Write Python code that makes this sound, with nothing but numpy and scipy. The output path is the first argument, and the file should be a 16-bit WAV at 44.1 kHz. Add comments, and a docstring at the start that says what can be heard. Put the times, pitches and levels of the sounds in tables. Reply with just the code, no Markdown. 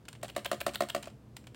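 """Light fingernail ticks over a low fan hum lead into six taps of a plastic space bar on a desk.
Each press is an impact that excites damped modes: the keycap cracks, the case thumps, the bar rebounds.
On the way up the stabiliser wire rattles and the bar clacks against its top stop.
At the end the fingers settle on the bar. The small, quiet room adds a short diffuse tail."""
import sys
import numpy as np
from scipy import signal
from scipy.fft import rfft, irfft
from scipy.io import wavfile

SR = 44100
rng = np.random.default_rng(int(sys.argv[2]) if len(sys.argv) > 2 else 0)


def persist_wave(psi):
    """Save psi, clipped to +-1, as 16-bit WAV."""
    counts = np.round(np.clip(psi, -1, 1) * 32767).astype(np.int16)
    wavfile.write(sys.argv[1], SR, np.atleast_2d(counts).T)


N = 68355

# Fan noise and room air. Each row: frequency in Hz, relative spectral density in dB.
AIR_SPECTRUM = [(25, -111), (42, -25), (62, 3), (95, -4.5), (135, 2.5), (175, -4.5), (260, -6), (450, -13),
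                (900, -23.5), (2000, -32.5), (5000, -38.5), (15000, -48)]
# Tones of the fan. Each row: frequency in Hz, level in dB.
HUM_TONES = [(119, -58), (211, -64)]
# The bass and treble parts of the room's tail. Each row: frequency in Hz, relative gain in dB.
BASS_TAIL_SPECTRUM = [(100, -7.5), (300, 5.5), (600, -3.5), (900, -6), (1600, -19), (5000, -37)]
TREBLE_TAIL_SPECTRUM = [(300, -15.5), (700, -5.5), (1300, -3), (4000, -1.5), (8000, -1), (15000, -2)]
# Dense modes of the plastic, by kind of contact. Each row: frequency in Hz, relative density in dB.
TICK_SPECTRUM = [(50, -37), (200, -17.5), (600, 2.5), (1300, 1), (2200, 0), (2850, 3.5), (3600, -3.5),
                 (4300, -6), (6000, -11.5), (16000, -26)]
STOP_SPECTRUM = [(50, -45), (200, -15), (450, -6), (720, 1), (950, 0.5), (1350, 5), (1650, 4), (2800, -5.5),
                 (3600, 0.5), (4700, -12), (6000, -16), (8500, -10), (11000, -10), (15000, -6.5)]
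CLACK_SPECTRUM = [(50, -38), (200, -29), (500, 6), (800, -7.5), (1150, 7), (1600, -6.5), (1850, 3),
                  (2300, -8.5), (2900, -4), (3700, -12), (4400, -15), (5500, -13.5), (16000, -30.5)]
CLICK_SPECTRUM = [(100, -40), (1000, -28), (4000, 3), (5100, -3.5), (5900, -9), (7200, -1), (8700, 2),
                  (10500, -10), (12500, -10.5), (15500, -9.5), (17000, 2.5)]
# The pitched snap at the top stop. Each row: multiple of its pitch, relative density in dB.
SNAP_SPECTRUM = [(.2, -55), (.6, -19), (.82, -8), (.94, -5), (1.1, -1.5), (1.25, -12), (2, -45.5)]
# Modes of case and keycap. Each row: frequency in Hz, relative level in dB, 60 dB decay time in seconds.
CASE_MODES = [(216.3, -27, .12), (295, -23, 0.073), (359, -19.5, 0.067), (584, -6, 0.041),
              (653.8, -3, 0.036)]
CAP_MODES = [(1091, -0.5, 0.048), (1277, 2, 0.03), (1352, -12, 0.06), (1793, -2.5, 0.031),
             (2020, -29, 0.014), (2160, -11, 0.06), (4430, -8.5, 0.058)]
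# Nails, loose cap and wire touch. Each row: start in seconds, body and treble levels in relative dB.
LIGHT_CONTACTS = [(0.0530, -18, -20), (0.0828, -5, -11.5), (0.0856, -7, 1), (0.1292, -12, -6.5),
                  (0.151, -13.5, -28), (0.1590, -22, -32), (0.2135, -24, -23), (0.229, -6.5, -29),
                  (0.2538, -9, -21), (0.281, -10.5, -6), (0.2890, -9, -12), (0.2965, -7.5, -30),
                  (0.3498, -15.5, -19), (0.4470, -2, 3), (0.4519, -3, -19), (0.4565, 6, -21),
                  (0.6036, -4.5, 3), (0.6085, 1.5, -5), (0.736, -13, -4), (0.7420, -3.5, -6),
                  (0.7470, -3.5, 3.5), (0.8868, -5, -1), (0.8935, -7, -16), (0.8979, -0.5, 2.5),
                  (1.0267, -11.5, -2), (1.0304, -5, -3), (1.0413, -9, -15), (1.0510, -25, -19),
                  (1.0564, -10, -9.5), (1.07, -24, -25), (1.0798, -13, -26), (1.1005, -20, -22),
                  (1.3636, -35, -20), (1.3666, -6, -0.5), (1.4408, -20, -29), (1.4696, -9.5, -13),
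                  (1.4770, -24, -20), (1.5455, -11.5, -13.5)]
# The bar springs up. Each row: start in seconds, clack level in dB, snap pitch in Hz, snap level in dB,
# thump level in dB. Levels are relative.
UPSTROKES = [(0.3000, -17, 2730, -17, -32), (0.4602, -4, 2750, 0.5, -11.5), (0.6129, -4, 2450, -1.5, -13),
             (0.756, -2.5, 3650, 2, -23), (0.9013, -9.5, 3200, 0, -25)]
# The bar bottoms out. Each row: start in seconds, thump, clack and click levels in relative dB, cap pitch
# ratio (set by where the fingers land), rebound period in seconds, first rebound's level step in dB.
DOWNSTROKES = [(0.2311, -10.5, -15.5, -6, 1.02, 0.013, -5), (0.3636, -4, -6, -2, 0.87, 0.014, -9),
               (0.5147, -2, -2, -2, 0.98, .0143, -4.5), (0.665, -1, -2, 1, 1.0, 0.014, -7.5),
               (0.8060, 1.5, -1, -1, .99, .0143, -4), (0.9476, -2, -3.5, -3, 1.07, .0140, -5.5),
               (1.0715, -14.5, -22, -22, 1.06, .009, -33)]

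AIR_DB, HUM_WAVER_DEPTH, HUM_WAVER_CORNER_HZ = -55, .7, 6.9
ROOM_RISE_S = 0.0059
BASS_TAIL_DB, BASS_TAIL_T60_S = -12.5, 0.15
TREBLE_TAIL_DB, TREBLE_TAIL_T60_S = -10.5, 0.31
TICK_DB, TICK_RISE_S, TICK_T60_S = -36, 0.00021, 0.036
TICK_TREBLE_DB, TICK_TREBLE_T60_S = -35.5, 0.021
STOP_DB, STOP_T60_S = -25, .02
SNAP_DB, SNAP_T60_S = -27.5, .012
CLACK_DB, CLACK_RISE_S, CLACK_T60_S = -24, 0.000633, 0.031
CLICK_DB, CLICK_RISE_S, CLICK_T60_S = -28, 0.00017, 0.036
VARIETY = 1.48  # how much the ring changes from blow to blow
REBOUND_EXPONENT = 1.63  # later rebounds die faster
TOUCH_LEAD_S, TOUCH_DB = 0.0016, -14.5  # the finger meets the cap just before the impact
CHATTER_S, CHATTER_DB = 0.024, -21  # the loose wire chatters for a moment after each press
LOW_CUT_HZ, HIGH_CUT_HZ = 26, 15950


def undb(db):
    """Decibels to amplitude ratio."""
    return 10 ** (np.asarray(db) / 20)


def unit(x):
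    """Normalisation to an rms of 1."""
    return x / np.sqrt(np.mean(x ** 2))


def colour(x, points):
    """Minimum-phase filtering through (Hz, dB) points."""
    size = 2 * len(x)
    hz, db = np.array(points, float).T
    bin_hz = np.arange(len(x) + 1) * SR / size
    gain = undb(np.interp(np.log(bin_hz + 1), np.log(hz), db))
    cepstrum = irfft(np.log(gain))
    cepstrum[1:len(x)] *= 2  # folding the cepstrum makes the filter causal
    cepstrum[len(x) + 1:] = 0
    return irfft(rfft(x, size) * np.exp(rfft(cepstrum)))[:len(x)]


def clock(size=8192):
    """Time axis in seconds."""
    return np.arange(size) / SR


def fade(t, rise_s, t60_s):
    """Envelope of a damped vibration: quick rise, exponential decay."""
    return (1 - np.exp(-(t / rise_s) ** 2)) * np.exp(-np.log(1000) * t / t60_s)


def add(out, start_s, sound):
    """Superposition of a sound at its start time."""
    i = int(np.clip(start_s * SR, 0, N - 1))
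    out[i:i + len(sound)] += sound[:N - i]


def fan():
    """Broadband air noise lies under tones whose amplitude is randomly modulated."""
    t, hum = clock(N), 0
    for hz, db in HUM_TONES:
        waver = unit(colour(rng.standard_normal(N), [(HUM_WAVER_CORNER_HZ, 0),
                                                     (10 * HUM_WAVER_CORNER_HZ, -60)]))
        tone = np.sin(2 * np.pi * (hz * t + rng.random()))
        hum += undb(db) * unit((1 + HUM_WAVER_DEPTH * waver) * tone)
    return hum + undb(AIR_DB) * unit(colour(rng.standard_normal(N), AIR_SPECTRUM))


def diffuse_tail(level_db, t60_s, spectrum):
    """Many overlapping reflections form exponentially decaying noise."""
    noise = rng.standard_normal(N) * fade(clock(N), ROOM_RISE_S, t60_s)
    return undb(level_db) * colour(noise / np.sqrt(np.sum(noise ** 2)), spectrum)


def room(direct):
    """Reverberation: the direct sound is joined by its convolution with the room's response."""
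    bass = diffuse_tail(BASS_TAIL_DB, BASS_TAIL_T60_S, BASS_TAIL_SPECTRUM)
    treble = diffuse_tail(TREBLE_TAIL_DB, TREBLE_TAIL_T60_S, TREBLE_TAIL_SPECTRUM)
    return direct + signal.fftconvolve(direct, bass + treble)[:N]


def resonator(blows, modes, rise_s, level_db):
    """Modal superposition: each blow (s, dB) excites a sum of damped sinusoids."""
    t, out = clock(), np.zeros(N)
    ring = sum(undb(db) * fade(t, rise_s, t60) * np.sin(2 * np.pi * hz * (t - rise_s))
               for hz, db, t60 in modes)
    for start, db in blows:
        add(out, start, undb(db + level_db) * ring)
    return out


def plastic(blows, spectrum, rise_s, t60_s):
    """Modal overlap: each blow (s, dB) rings as a noise burst, partly the same every time."""
    t, out = clock(), np.zeros(N)
    envelope = fade(t, rise_s, t60_s)
    shared = rng.standard_normal(len(t))
    for start, db in blows:
        noise = shared + VARIETY * rng.standard_normal(len(t))
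        ring = unit(colour(envelope * noise, spectrum))
        add(out, start, undb(db) * ring * np.sqrt(np.mean(envelope ** 2)))
    return out


def case(blows):
    """Low resonances of the case on the desk build up over milliseconds into a hollow thump."""
    return resonator(blows, CASE_MODES, rise_s=0.00315, level_db=-13.5)


def ticks():
    """Light impacts of nails, cap and wire excite the plastic; the treble is damped sooner."""
    body = [(start, db) for start, db, _ in LIGHT_CONTACTS]
    treble = [(start, db) for start, _, db in LIGHT_CONTACTS]
    return (undb(TICK_DB) * plastic(body, TICK_SPECTRUM, TICK_RISE_S, TICK_T60_S)
            + undb(TICK_TREBLE_DB) * plastic(treble, CLICK_SPECTRUM, TICK_RISE_S, TICK_TREBLE_T60_S))


def releases():
    """Impact on the top stop: a bright clack, a heavily damped pitched snap and a weak thump."""
    clacks = [(start, db) for start, db, *_ in UPSTROKES]
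    stop = plastic(clacks, STOP_SPECTRUM, TICK_RISE_S, STOP_T60_S)
    snap, thumps = 0, []
    for start, _, snap_hz, snap_db, thump_db in UPSTROKES:
        spectrum = [(snap_hz * ratio, db) for ratio, db in SNAP_SPECTRUM]
        snap += plastic([(start, snap_db)], spectrum, TICK_RISE_S, SNAP_T60_S)
        thumps.append((start, thump_db))
    return undb(STOP_DB) * stop + undb(SNAP_DB) * snap + case(thumps)


def bounce(start, db, period, drop_db, dull_db=0):
    """Inelastic collisions: a blow and three ever weaker rebounds, as rows (s, dB)."""
    rebounds = [(start + k * period, db + dull_db + drop_db * k ** REBOUND_EXPONENT) for k in (1, 2, 3)]
    return [(start, db)] + rebounds


def presses():
    """Impact excitation: the bar hits bottom, rings case and cap, and rebounds with a duller sound."""
    cap, thumps, clacks, clicks, chatter = 0, [], [], [], []
    for start, thump_db, clack_db, click_db, pitch, period, drop_db in DOWNSTROKES:
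        cap_modes = [(hz * pitch, db, t60) for hz, db, t60 in CAP_MODES]
        cap += resonator([(start, clack_db)], cap_modes, CLACK_RISE_S, level_db=-30)
        thumps += bounce(start, thump_db, period, drop_db)
        clacks += bounce(start, clack_db, period, drop_db, dull_db=-2)
        clicks += bounce(start, click_db, period, drop_db, dull_db=-3)
        clicks.append((start - TOUCH_LEAD_S, click_db + TOUCH_DB))
        chatter += [(start + period / 2 + lag, click_db + CHATTER_DB) for lag in CHATTER_S * rng.random(6)]
    clack = undb(CLACK_DB) * plastic(clacks, CLACK_SPECTRUM, CLACK_RISE_S, CLACK_T60_S)
    click = undb(CLICK_DB) * plastic(clicks, CLICK_SPECTRUM, CLICK_RISE_S, CLICK_T60_S)
    wire = undb(CLACK_DB) * plastic(chatter, TICK_SPECTRUM, TICK_RISE_S, TICK_T60_S)
    return case(thumps) + cap + clack + click + wire


def scene():
    """The fan and the reverberant space bar superpose in one channel."""
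    return (fan() + room(presses() + releases() + ticks()))[None]


def record(dry):
    """Band limiting removes the deep bass and the highest treble."""
    low_cut = signal.butter(2, LOW_CUT_HZ, "highpass", fs=SR, output="sos")
    high_cut = signal.ellip(10, .2, 70, HIGH_CUT_HZ, fs=SR, output="sos")
    return signal.sosfilt(high_cut, signal.sosfilt(low_cut, dry))


dry = scene()
out = record(dry)
persist_wave(out)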